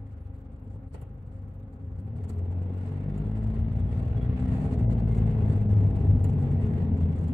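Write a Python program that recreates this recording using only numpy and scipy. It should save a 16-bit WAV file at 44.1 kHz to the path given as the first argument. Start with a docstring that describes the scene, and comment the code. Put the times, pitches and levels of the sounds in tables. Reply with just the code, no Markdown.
"""Inside a car that idles, pulls away, changes up and rolls on.
The engine booms as a stack of wandering sine tones, all multiples of its firing rate.
Tyre rumble, drone, roar, hiss and rustle are shaped noise that mostly grows as the car gathers speed.
Engine and blower add steady hum tones, air rushes from the blower, and faint whines and squeaks glide by.
Loose trim ticks and knocks near the phone: short noise bursts ring broad resonances."""
import sys
import numpy as np
from scipy import signal
from scipy.fft import rfft, irfft, next_fast_len
from scipy.io import wavfile
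from scipy.ndimage import uniform_filter1d, map_coordinates

SR = 44100
rng = np.random.default_rng(int(sys.argv[2]) if len(sys.argv) > 2 else 0)


def wav_out(sig):
    """Save sig, one row per channel (or a flat mono array), as 16-bit PCM at SR to the path in sys.argv[1]."""
    wavfile.write(sys.argv[1], SR, np.round(np.clip(np.atleast_2d(sig).T, -1, 1) * 32767).astype(np.int16))


N = 323253

# Engine: idling, revving up, pulling away, changing up, rolling on. Each row: time in seconds,
# firing rate in Hz, base level of the low orders in dB, extra swell of the 2nd order in dB.
ENGINE_COURSE = [(0, 24.95, -58, 5), (1.0, 24.65, -51, 0.5), (1.75, 24.36, -60, 11), (1.84, 25.5, -50, -17),
                 (1.94, 28.73, -52, 1), (2.154, 39.41, -52.5, -0.5), (2.27, 42.87, -46.5, 1),
                 (2.42, 44.25, -52.5, 9.5), (2.81, 46.54, -48, 3), (3.08, 49.56, -42.5, -8),
                 (3.35, 53.48, -47.5, 0), (3.85, 57.47, -50.5, -1), (4.37, 61.8, -48, 8.5),
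                 (4.62, 64, -42.5, -5.5), (4.87, 57.04, -46.5, 4), (5.0, 55.82, -47, -0.7),
                 (5.31, 54.45, -42.5, 0), (5.63, 51.89, -47, 7.5), (5.83, 50.16, -45, 11),
                 (5.96, 49.23, -39.5, -4), (6.08, 50.16, -39, 2.5), (6.41, 46, -43.5, -3),
                 (7.03, 42.69, -43, 5), (7.33, 42.2, -47.5, -0.5)]
# Single orders of the engine tone swell and sink in level.
# Each row: time in seconds, then extra level of the 1st, 3rd, 4th and 5th order in dB.
ORDER_SWELL = [(0.15, -10, 0, 4.5, 5), (0.7, -6, -4, -0.5, 4.5), (1.15, -1, -7, 4, 2), (1.6, 1, -6, 6, 4),
               (2.0, 9, 1.5, -2.5, -3), (2.4, 4, -5.5, -5.5, 0.5), (2.7, 3, -3, 8, 0.5),
               (2.9, -5, 2.5, -6, 3.5), (3.1, -3.5, 6.5, 2, -5.5), (3.4, 0, -1.5, 5, -9.5),
               (3.8, 2.5, -0.5, 4, 2.5), (4.2, 0.5, -1.5, -1.5, -3.5), (4.5, -5, 3, 9.5, -8.5),
               (4.75, -2, -2.5, 2, -8.5), (5.0, 2.5, 4, 0, -8), (5.3, -1, -1.5, 0.5, -2.5),
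               (5.65, -6.5, -12.5, 8, -7.5), (5.9, -4, -2, 0, -2), (6.15, -3.5, -14, -4, 1.5),
               (6.45, 6, 16.5, -10, 4.5), (6.75, 0, -9, -2.5, 6.5), (7.15, -4.5, -14.5, 2, 1.5)]
# Relative strength of the 1st to 6th firing order, one value each in dB.
LOW_ORDERS_DB = [9, 3.5, 5, -4, -9.5, -7]
# How the cabin answers the low orders. Each row: frequency in Hz, gain in dB.
CABIN_BOOM = [(24, -37), (36, -29.5), (45, -15.5), (50, 1.5), (57, 7), (65, 2), (75, 4.5), (88, 9.5),
              (100, 9.5), (115, 13.5), (133, -4), (152, -1), (175, 6), (195, 3.5), (220, 12), (260, 3),
              (320, -8), (390, -6)]
# Weaker orders, fed through the cabin. Each row: multiple of the firing rate, relative level in dB.
UPPER_ORDERS = [(2.5, -12), (3.5, -22.5), (4.5, -23), (6.5, 0.5), (7, 3), (7.5, -5), (8, 3.5), (8.5, -5.5),
                (9, 0.5), (9.5, 1), (10, -0.5), (10.5, -2), (11, 0.5), (12, -1), (13, -0.5)]
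# Narrow panel resonances that pick out the upper orders. Each row: frequency in Hz, gain in dB.
PANEL_RING = [(250, -22.5), (330, -23), (360, -16), (390, -21), (424, -10.5), (455, -19.5), (488, -16.5),
              (520, -25), (570, -26.5), (625, -21.5), (670, -18), (710, -22.5), (750, -31), (800, -22),
              (850, -31)]
FIRST_TURN = 0.402  # share of a firing cycle already gone at the start
THROB = 0.15  # share by which each firing swells the roar and the hiss

# Road noise, before each layer's own offset. Each row: time in seconds, body rumble in dB,
# tyre drone in dB, cabin roar in dB.
ROAD_LEVEL = [(0, -39, -51, -60.5), (.35, -45, -55, -61), (.75, -41.5, -45.5, -57), (1.22, -39.5, -47, -60),
              (1.75, -40.5, -47.5, -59), (2.12, -33, -43.5, -52.5), (2.4, -34, -44, -47.5),
              (2.86, -42, -41, -47.5), (3.18, -35.5, -35, -46), (3.49, -28.5, -39, -46),
              (4.08, -22.5, -36.5, -43.5), (4.33, -23, -35.5, -44.5), (4.65, -25, -30, -40),
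              (5.16, -25, -28.5, -40), (5.7, -21.5, -29, -41.5), (6.12, -20, -27.5, -41.5),
              (6.5, -22, -28.5, -41.5), (7.33, -27, -28, -43.5)]
# Engine-bay and tyre hiss. Each row: time in seconds, level in dB before the dips.
HISS_COURSE = [(0.0, -74.5), (1.86, -75.5), (2.08, -70.5), (2.33, -67), (2.92, -62.5), (3.76, -61),
               (4.45, -58), (4.88, -60), (5.33, -57.5), (5.59, -59.5), (6.19, -61.5), (6.41, -59.5),
               (7.0, -61), (7.33, -61)]
# How much the bumps are felt as the car gathers speed. Each row: time in seconds, share from 0 to 1.
BUMP_SHARE = [(1.9, .15), (3.5, 1)]
# Colour of the body rumble. Each row: frequency in Hz, relative strength in dB per Hz.
RUMBLE_COLOUR = [(15, -58.5), (25, -20.5), (32, -18.5), (45, -9.5), (62, -3.5), (76, 1.5), (95, 4),
                 (118, -3), (150, -9), (200, -39), (330, -120)]
# Colour of the tyre drone. 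Each row: frequency in Hz, relative strength in dB per Hz.
DRONE_COLOUR = [(71, -36.5), (120, -11), (145, 1.5), (189, -6.5), (232, -9), (255, -5.5), (340, -35),
                (440, -62), (750, -120)]
# Colour of the cabin roar. Each row: frequency in Hz, relative strength in dB per Hz.
ROAR_COLOUR = [(160, -27), (270, -5), (328, -7.5), (388, -9), (423, -4.5), (459, -8), (488, -9.5),
               (567, -16), (659, -11.5), (737, -18.5), (800, -13.5), (884, -19.5), (1200, -34.5),
               (1560, -53), (2640, -120)]
# Hiss, coloured by bulkhead and dashboard. Each row: frequency in Hz, relative strength in dB per Hz.
HISS_COLOUR = [(470, -30.5), (800, -6), (885, -12.5), (996, -11.5), (1080, -8), (1180, -13.5),
               (1280, -11.5), (1680, -14), (2040, -14), (2500, -19.5), (2720, -18.5), (3160, -25),
               (3410, -24.5), (5160, -40.5), (6000, -41.5), (7800, -69.5), (13200, -120)]
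# Colour of the rustling trim. Each row: frequency in Hz, relative strength in dB per Hz.
RUSTLE_COLOUR = [(2650, -20), (4500, -0.5), (5140, -8), (6500, -6), (7710, -1.5), (8420, -1.5),
                 (9290, -5.5), (11100, -17), (14500, -22.5)]
# Fits of rustling in the trim. Each row: middle in seconds, peak in dB, half length in seconds.
RUSTLE_FITS = [(0.947, -69.5, 0.016), (2.174, -81.5, 0.016), (2.241, -76.5, 0.008), (2.298, -66.5, 0.011),
               (2.86, -82.5, 0.11), (3.18, -88, 0.073), (3.385, -81, 0.021), (3.546, -81.5, 0.009),
               (3.946, -77.5, 0.052), (4.23, -78, 0.011), (4.395, -77, 0.031), (4.533, -76.5, 0.024),
               (4.611, -79.5, 0.15), (4.643, -80, 0.05), (4.732, -72, 0.021), (4.835, -84.5, 0.0076),
               (4.925, -74.5, 0.014), (5.009, -85, 0.0097), (5.106, -79, 0.017), (5.177, -72, 0.029),
               (5.334, -79.5, 0.0097), (5.397, -82.5, 0.0035), (5.503, -75, 0.04), (5.699, -77.5, 0.0098),
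               (5.768, -79, 0.0058), (5.83, -90, 0.0068), (5.962, -74.5, 0.012), (6.115, -80, 0.011),
               (6.299, -71, 0.0099), (6.409, -76, 0.028), (6.519, -81.5, 0.026), (6.7, -82, 0.11),
               (7.016, -85.5, 0.028), (7.252, -85.5, 0.055)]
# The treble dips briefly. Each row: middle in seconds, depth in dB, half length in seconds.
TREBLE_DIPS = [(4.877, 12.5, 0.018), (5.679, 4.5, 0.023)]
# The trim's steady rustle at the reference roar (dB), its rise in dB per dB of roar, its random swing (dB).
RUSTLE_DB, RUSTLE_FOLLOWS, RUSTLE_WANDERS_DB = -86, 0.55, -2.4
ROAR_REF_DB = -46

# Trim contacts. Each row: time in seconds, tick level in dB and knock level in dB (both before the
# resonances), left-right difference of the tick in dB, share of rattle 0-1, share of the bright clip 0-1.
TRIM_CONTACTS = [(0.9416, -55.5, -33, -3, 0, 0), (1.014, -51.5, -38.5, -4, 0.4, 0.7),
                 (2.238, -59.5, -43.5, -5, 0.2, 0.2), (2.294, -46, -45, -5, 0.03, 0.4),
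                 (2.314, -60, -52.5, 5, 0.2, 0.5), (2.388, -70, -44, 0, 0.2, 0.1),
                 (3.177, -55, -40, -7, 0.3, 0.1), (3.5624, -77, -35.5, -7.5, 0.4, 0.1),
                 (5.4764, -65, -38.5, -2, 0.1, 0.1), (6.2415, -42.5, -30.5, -6.5, 0.2, 0),
                 (6.2868, -58.5, -42.5, -5, 0.3, 0.2), (7.2801, -54, -46.5, -4, 0, 0.1)]
# Resonances of the hard trim. Each row: centre in Hz, width in Hz, gain in dB.
TRIM_MODES = [(4230, 800, -3), (7060, 210, 7.5), (8140, 1900, -0.5), (13500, 3000, -14.5)]
# A small, brighter clip in the trim. Each row: centre in Hz, width in Hz, gain in dB.
CLIP_MODES = [(10500, 2600, 1)]
# Resonances of the panel behind the trim. Each row: centre in Hz, width in Hz, gain in dB.
PANEL_MODES = [(430, 100, 4.5), (855, 310, -5.5), (1360, 110, -9), (1890, 130, -10.5), (2770, 630, -14)]
# Seconds for the panel's blow and its buzzing tail to fall by 60 dB; the tail's share.
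THUD_T60_S, TAIL_T60_S, TAIL_SHARE = 0.036, 0.28, 0.41

# Faint whines, squeaks and short booms of the body. Each row: start in seconds, end in seconds,
# first pitch in Hz, last pitch in Hz, level in dB.
BODY_WHINES = [(3.05, 3.75, 63, 76, -43), (3.76, 4.2, 88, 101, -35), (4.526, 4.721, 155, 140, -36),
               (4.294, 4.85, 785, 805, -59), (5.711, 6.6, 799.6, 775, -59), (3.795, 3.82, 3340, 3335, -76),
               (3.875, 3.905, 3320, 3330, -77), (3.91, 3.935, 3385, 3385, -77),
               (4.165, 4.192, 3345, 3360, -69), (4.205, 4.242, 3320, 3375, -68),
               (4.247, 4.27, 3300, 3290, -73), (4.335, 4.36, 3335, 3335, -76), (4.8, 5.0, 2010, 2055, -70),
               (5.075, 5.225, 2108, 2116, -67), (5.25, 5.375, 2105, 2110, -68),
               (5.42, 5.55, 2085, 2110, -71), (5.57, 5.65, 2075, 2060, -72), (6.18, 6.3, 1990, 1960, -71),
               (6.4, 6.68, 1970, 1925, -74), (6.7, 6.88, 1910, 1895, -73)]
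# Steady hum tones of engine and blower. Each row: frequency in Hz, level in dB.
HUM_TONES = [(221, -61), (268, -58.5), (534, -66.5), (802, -77)]
# Colour of the blower's air. Each row: frequency in Hz, relative strength in dB per Hz.
VENT_COLOUR = [(90, -27), (150, -6.5), (270, 2), (340, -15), (520, -4.5), (590, -21.5), (810, -13),
               (900, -20.5), (1300, -21), (3000, -41.5), (4500, -67)]
VENT_DB = -56

# How alike left and right noise are. Each row: frequency in Hz, likeness from -1 to 1.
EAR_LIKENESS = [(60, 0.99), (180, 0.99), (550, 0.69), (1650, -0.16), (4970, 0.05), (15000, 0.23)]
# Balance of the cabin sound. Each row: frequency in Hz, left-right difference in dB.
CABIN_BALANCE = [(60, 1.5), (180, 1.5), (550, 1.5), (1650, -1.5), (4970, -3.5), (9000, -6.5), (15000, 1)]
# The level drops briefly. The row: middle in seconds, depth in dB, half length in seconds.
LEVEL_DROP = (0.9, 11, 0.013)
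# Colour of the microphone hiss. Each row: frequency in Hz, relative strength in dB per Hz.
MIC_COLOUR = [(1500, -27), (3000, 8.5), (8000, -2.5), (12000, 6), (16000, 2.5)]
TOP_HZ = 15780  # the phone's band limit


def amp(db):
    """Turn decibels into a plain gain."""
    return 10 ** (np.asarray(db) / 20)


def unit(x):
    """Scale to an rms of 1."""
    return x / np.sqrt(np.mean(x ** 2) + 1e-20)


def along(points, hz):
    """Read a curve of (Hz, value) points, joined on a log frequency axis."""
    f, v = np.transpose(points)
    return np.interp(np.log(hz + 1), np.log(f + 1), v)


def curves(rows):
    """One value per sample for each column after the time."""
    s, *cols = np.transpose(rows)
    return [np.interp(np.arange(N) / SR, s, c) for c in cols]


def bell(s, half):
    """A smooth hump in time."""
    return np.exp(-((np.arange(N) / SR - s) / half) ** 2)


def wobble(rate):
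    """A smooth random curve, rate knots a second."""
    coarse = np.arange(0, N + 32, 32)
    knots = rng.standard_normal(int(N * rate / SR) + 4)
    smooth = map_coordinates(knots, [coarse * rate / SR])
    return np.interp(np.arange(N), coarse, smooth)


def filtered(x, response, mirror="odd"):
    """x times a complex response of frequency; the ends are mirrored so that they do not click."""
    edge = 4096
    x = np.pad(np.atleast_2d(x), ((0, 0), (edge, edge)), mode="reflect", reflect_type=mirror)
    m = next_fast_len(N + SR)
    spectrum = rfft(x, m) * response(np.fft.rfftfreq(m, 1 / SR))
    return irfft(spectrum, m)[:, edge:edge + N]


def resonant(modes):
    """The response of a few broad modes, each ringing on after a blow; their signs alternate."""
    def response(f):
        return sum((-1) ** k * amp(db) * 1j * f * w / (c * c - f * f + 1j * f * w)
                   for k, (c, w, db) in enumerate(modes))
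    return response


def rush(colour, patchy_db, count=(10, 5)):
    """Coloured stereo noise with patches of random gain, smoothed over count = (bins high, frames long)."""
    z = signal.stft(rng.standard_normal((2, N + 1024)), nperseg=512)[2]
    field = rng.standard_normal(z.shape[1:])
    field = uniform_filter1d(field, size=count[0], axis=0)
    field = uniform_filter1d(field, size=count[1], axis=1)
    pair = signal.istft(z * amp(patchy_db * unit(field)), nperseg=512)[1][:, 512:512 + N]

    def mid_side(hz):
        # the more alike the two sides, the more goes to the middle
        angle = np.arccos(np.clip(along(EAR_LIKENESS, hz), -1, 1)) / 2
        return amp(along(colour, hz)) * [np.cos(angle), np.sin(angle)]

    mid, side = filtered(pair, mid_side, mirror="even")
    return np.array([mid + side, mid - side]) / np.sqrt(np.mean(mid ** 2))


def tone(turns, db, shaky_db, drift, haste=8):
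    """A sine that follows a count of turns; level and phase wander, haste knots a second."""
    level = np.sqrt(2) * amp(db + shaky_db * wobble(haste))
    return -level * np.cos(2 * np.pi * turns + drift * wobble(haste))


def count_firings():
    """The running count of firings, summed from the firing rate."""
    return FIRST_TURN + np.cumsum(curves(ENGINE_COURSE)[0]) / SR


def engine():
    """Low orders add up to one throb per firing and swell at the cabin's booms; weaker orders lie above."""
    hz, load_db, second_db = curves(ENGINE_COURSE)
    first_db, third_db, fourth_db, fifth_db = curves(ORDER_SWELL)
    swells = [first_db, second_db, third_db, fourth_db, fifth_db, 0]
    firings = count_firings()
    out = np.zeros(N)
    for order, (db, swell_db) in enumerate(zip(LOW_ORDERS_DB, swells), start=1):
        boom_db = along(CABIN_BOOM, order * hz)
        out += tone(order * firings, load_db + db + swell_db + boom_db, shaky_db=1, drift=.22)
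    roar_db = curves(ROAD_LEVEL)[2]
    for order, db in UPPER_ORDERS:
        # the bass passes the bulkhead more easily
        cabin_db = 3 if order < 6 else along(PANEL_RING, order * hz)
        out += tone(order * firings, roar_db + cabin_db + db, shaky_db=2.8, drift=0.35, haste=6)
    return out


def road(bumps, uneven, throb):
    """Bumps in the tarmac shake rumble, drone and roar together; each firing swells the roar."""
    rumble_db, drone_db, roar_db = curves(ROAD_LEVEL)
    rumble = amp(rumble_db - 4.5 + 0.19 * bumps) * rush(RUMBLE_COLOUR, patchy_db=0.0)
    drone = amp(drone_db - 3.5 + 0.13 * bumps) * rush(DRONE_COLOUR, patchy_db=1.16)
    roar_gain = amp(roar_db - 2.5 + 1.0 * bumps + 0.13 * uneven) * throb
    return rumble + drone + roar_gain * rush(ROAR_COLOUR, patchy_db=-0.3)


def hiss_and_rustle(bumps, uneven, throb):
    """Hiss and rustle, uneven in level; shaking trim rustles in fits over a steady rustle and stirs the hiss."""
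    roar_db = curves(ROAD_LEVEL)[2]
    dip_db = sum(db * bell(s, half) for s, db, half in TREBLE_DIPS)
    hiss_db = curves(HISS_COURSE)[0] - dip_db
    follow_db = RUSTLE_FOLLOWS * (roar_db - ROAR_REF_DB)
    steady = amp(RUSTLE_DB + follow_db + RUSTLE_WANDERS_DB * wobble(15) - dip_db)
    fits = sum(amp(db) * bell(s, half) for s, db, half in RUSTLE_FITS)
    # what shakes the trim also stirs the hiss
    shake_db = 20 * np.log10((steady + fits) / steady)
    hiss_gain = amp(hiss_db + 0.2 * shake_db + 0.25 * bumps + 2.0 * uneven) * throb
    rustle_gain = steady * amp(7.8 * uneven) + fits * amp(0.83 * uneven)
    hiss = hiss_gain * rush(HISS_COLOUR, patchy_db=1.4, count=(2, 10))
    return hiss + rustle_gain * rush(RUSTLE_COLOUR, patchy_db=2.0)


def trim():
    """Each contact is a snap and a rattle in the hard trim, and a dull blow on the panel behind it."""
    plain, bright, knocks = np.zeros((3, 2, N + SR))
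    t = np.arange(SR // 5) / SR
    snap = np.exp(np.minimum((t - .014) / .0012, (.014 - t) / .0045))  # fast rise, slower fall
    rattle = np.exp(-((t - .022) / .009) ** 2)
    blow = amp(-60 * (t - .014) / THUD_T60_S)
    tail = TAIL_SHARE * amp(-60 * (t - .014) / TAIL_T60_S)
    thud = np.clip((t - .013) / .004, 0, 1) * (blow + tail)
    for s, db, knock_db, pan_db, loose, clip_share in TRIM_CONTACTS:
        at = round((s - .013) * SR)
        span = slice(at, at + len(t))
        left, right, both = rng.standard_normal((3, len(t)))
        sides = np.array([left, right])
        shape = (1 - loose) * snap + loose * rattle
        tick = amp(db + np.array([[pan_db / 2], [-pan_db / 2]])) * shape * sides
        plain[:, span] += (1 - clip_share) * tick
        bright[:, span] += clip_share * tick
        knocks[:, span] += amp(knock_db + 2.5) * thud * (both + 1.6 * sides)

    def soft_panel(hz):
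        # the padding takes the edge off
        return resonant(PANEL_MODES)(hz) / (1 + 1j * hz / 3000) ** 2

    ticks = filtered(plain[:, :N], resonant(TRIM_MODES)) + filtered(bright[:, :N], resonant(CLIP_MODES))
    return ticks + filtered(knocks[:, :N], soft_panel)


def whines():
    """Faint whines, squeaks and short booms glide in pitch and fade in and out."""
    t = np.arange(N) / SR
    out = np.zeros(N)
    for start, end, first_hz, last_hz, db in BODY_WHINES:
        fade = np.clip(np.minimum(t - start, end - t) / (.2 * (end - start)), 0, 1)
        turns = np.cumsum(np.interp(t, [start, end], [first_hz, last_hz])) / SR
        out += fade * tone(turns, db, shaky_db=2, drift=.45, haste=first_hz ** .47)
    return out


def hums_and_air():
    """Air from the blower is patchy noise; the hum of engine and blower is a few pitches that waver slightly."""
    t = np.arange(N) / SR
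    air = amp(VENT_DB) * rush(VENT_COLOUR, patchy_db=1.2)
    return air + sum(tone(hz * t, db, shaky_db=1.8, drift=.35) for hz, db in HUM_TONES)


def scene():
    """All but the trim contacts share one brief drop in level and a left-right balance."""
    bumps = curves(BUMP_SHARE)[0] * wobble(7.1)
    uneven = np.tanh(1.7 * wobble(85))
    throb = 1 + THROB * np.cos(2 * np.pi * count_firings())
    cabin = engine() + road(bumps, uneven, throb) + hiss_and_rustle(bumps, uneven, throb)
    cabin = cabin + whines() + hums_and_air()
    middle, depth_db, half = LEVEL_DROP
    cabin = cabin * amp(-depth_db * bell(middle, half))
    balanced = filtered(cabin, lambda hz: amp(along(CABIN_BALANCE, hz) * [[.5], [-.5]]))
    return balanced + trim()


def record(dry):
    """The phone adds a faint hiss of its own and keeps nothing above its band limit."""
    hiss_db = -91.0 + 4.9 * np.tanh(1.4 * wobble(78))
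    hiss = amp(hiss_db) * rush(MIC_COLOUR, patchy_db=8.0)
    return filtered(dry + hiss, lambda hz: hz < TOP_HZ)


dry = scene()
out = record(dry)
wav_out(out)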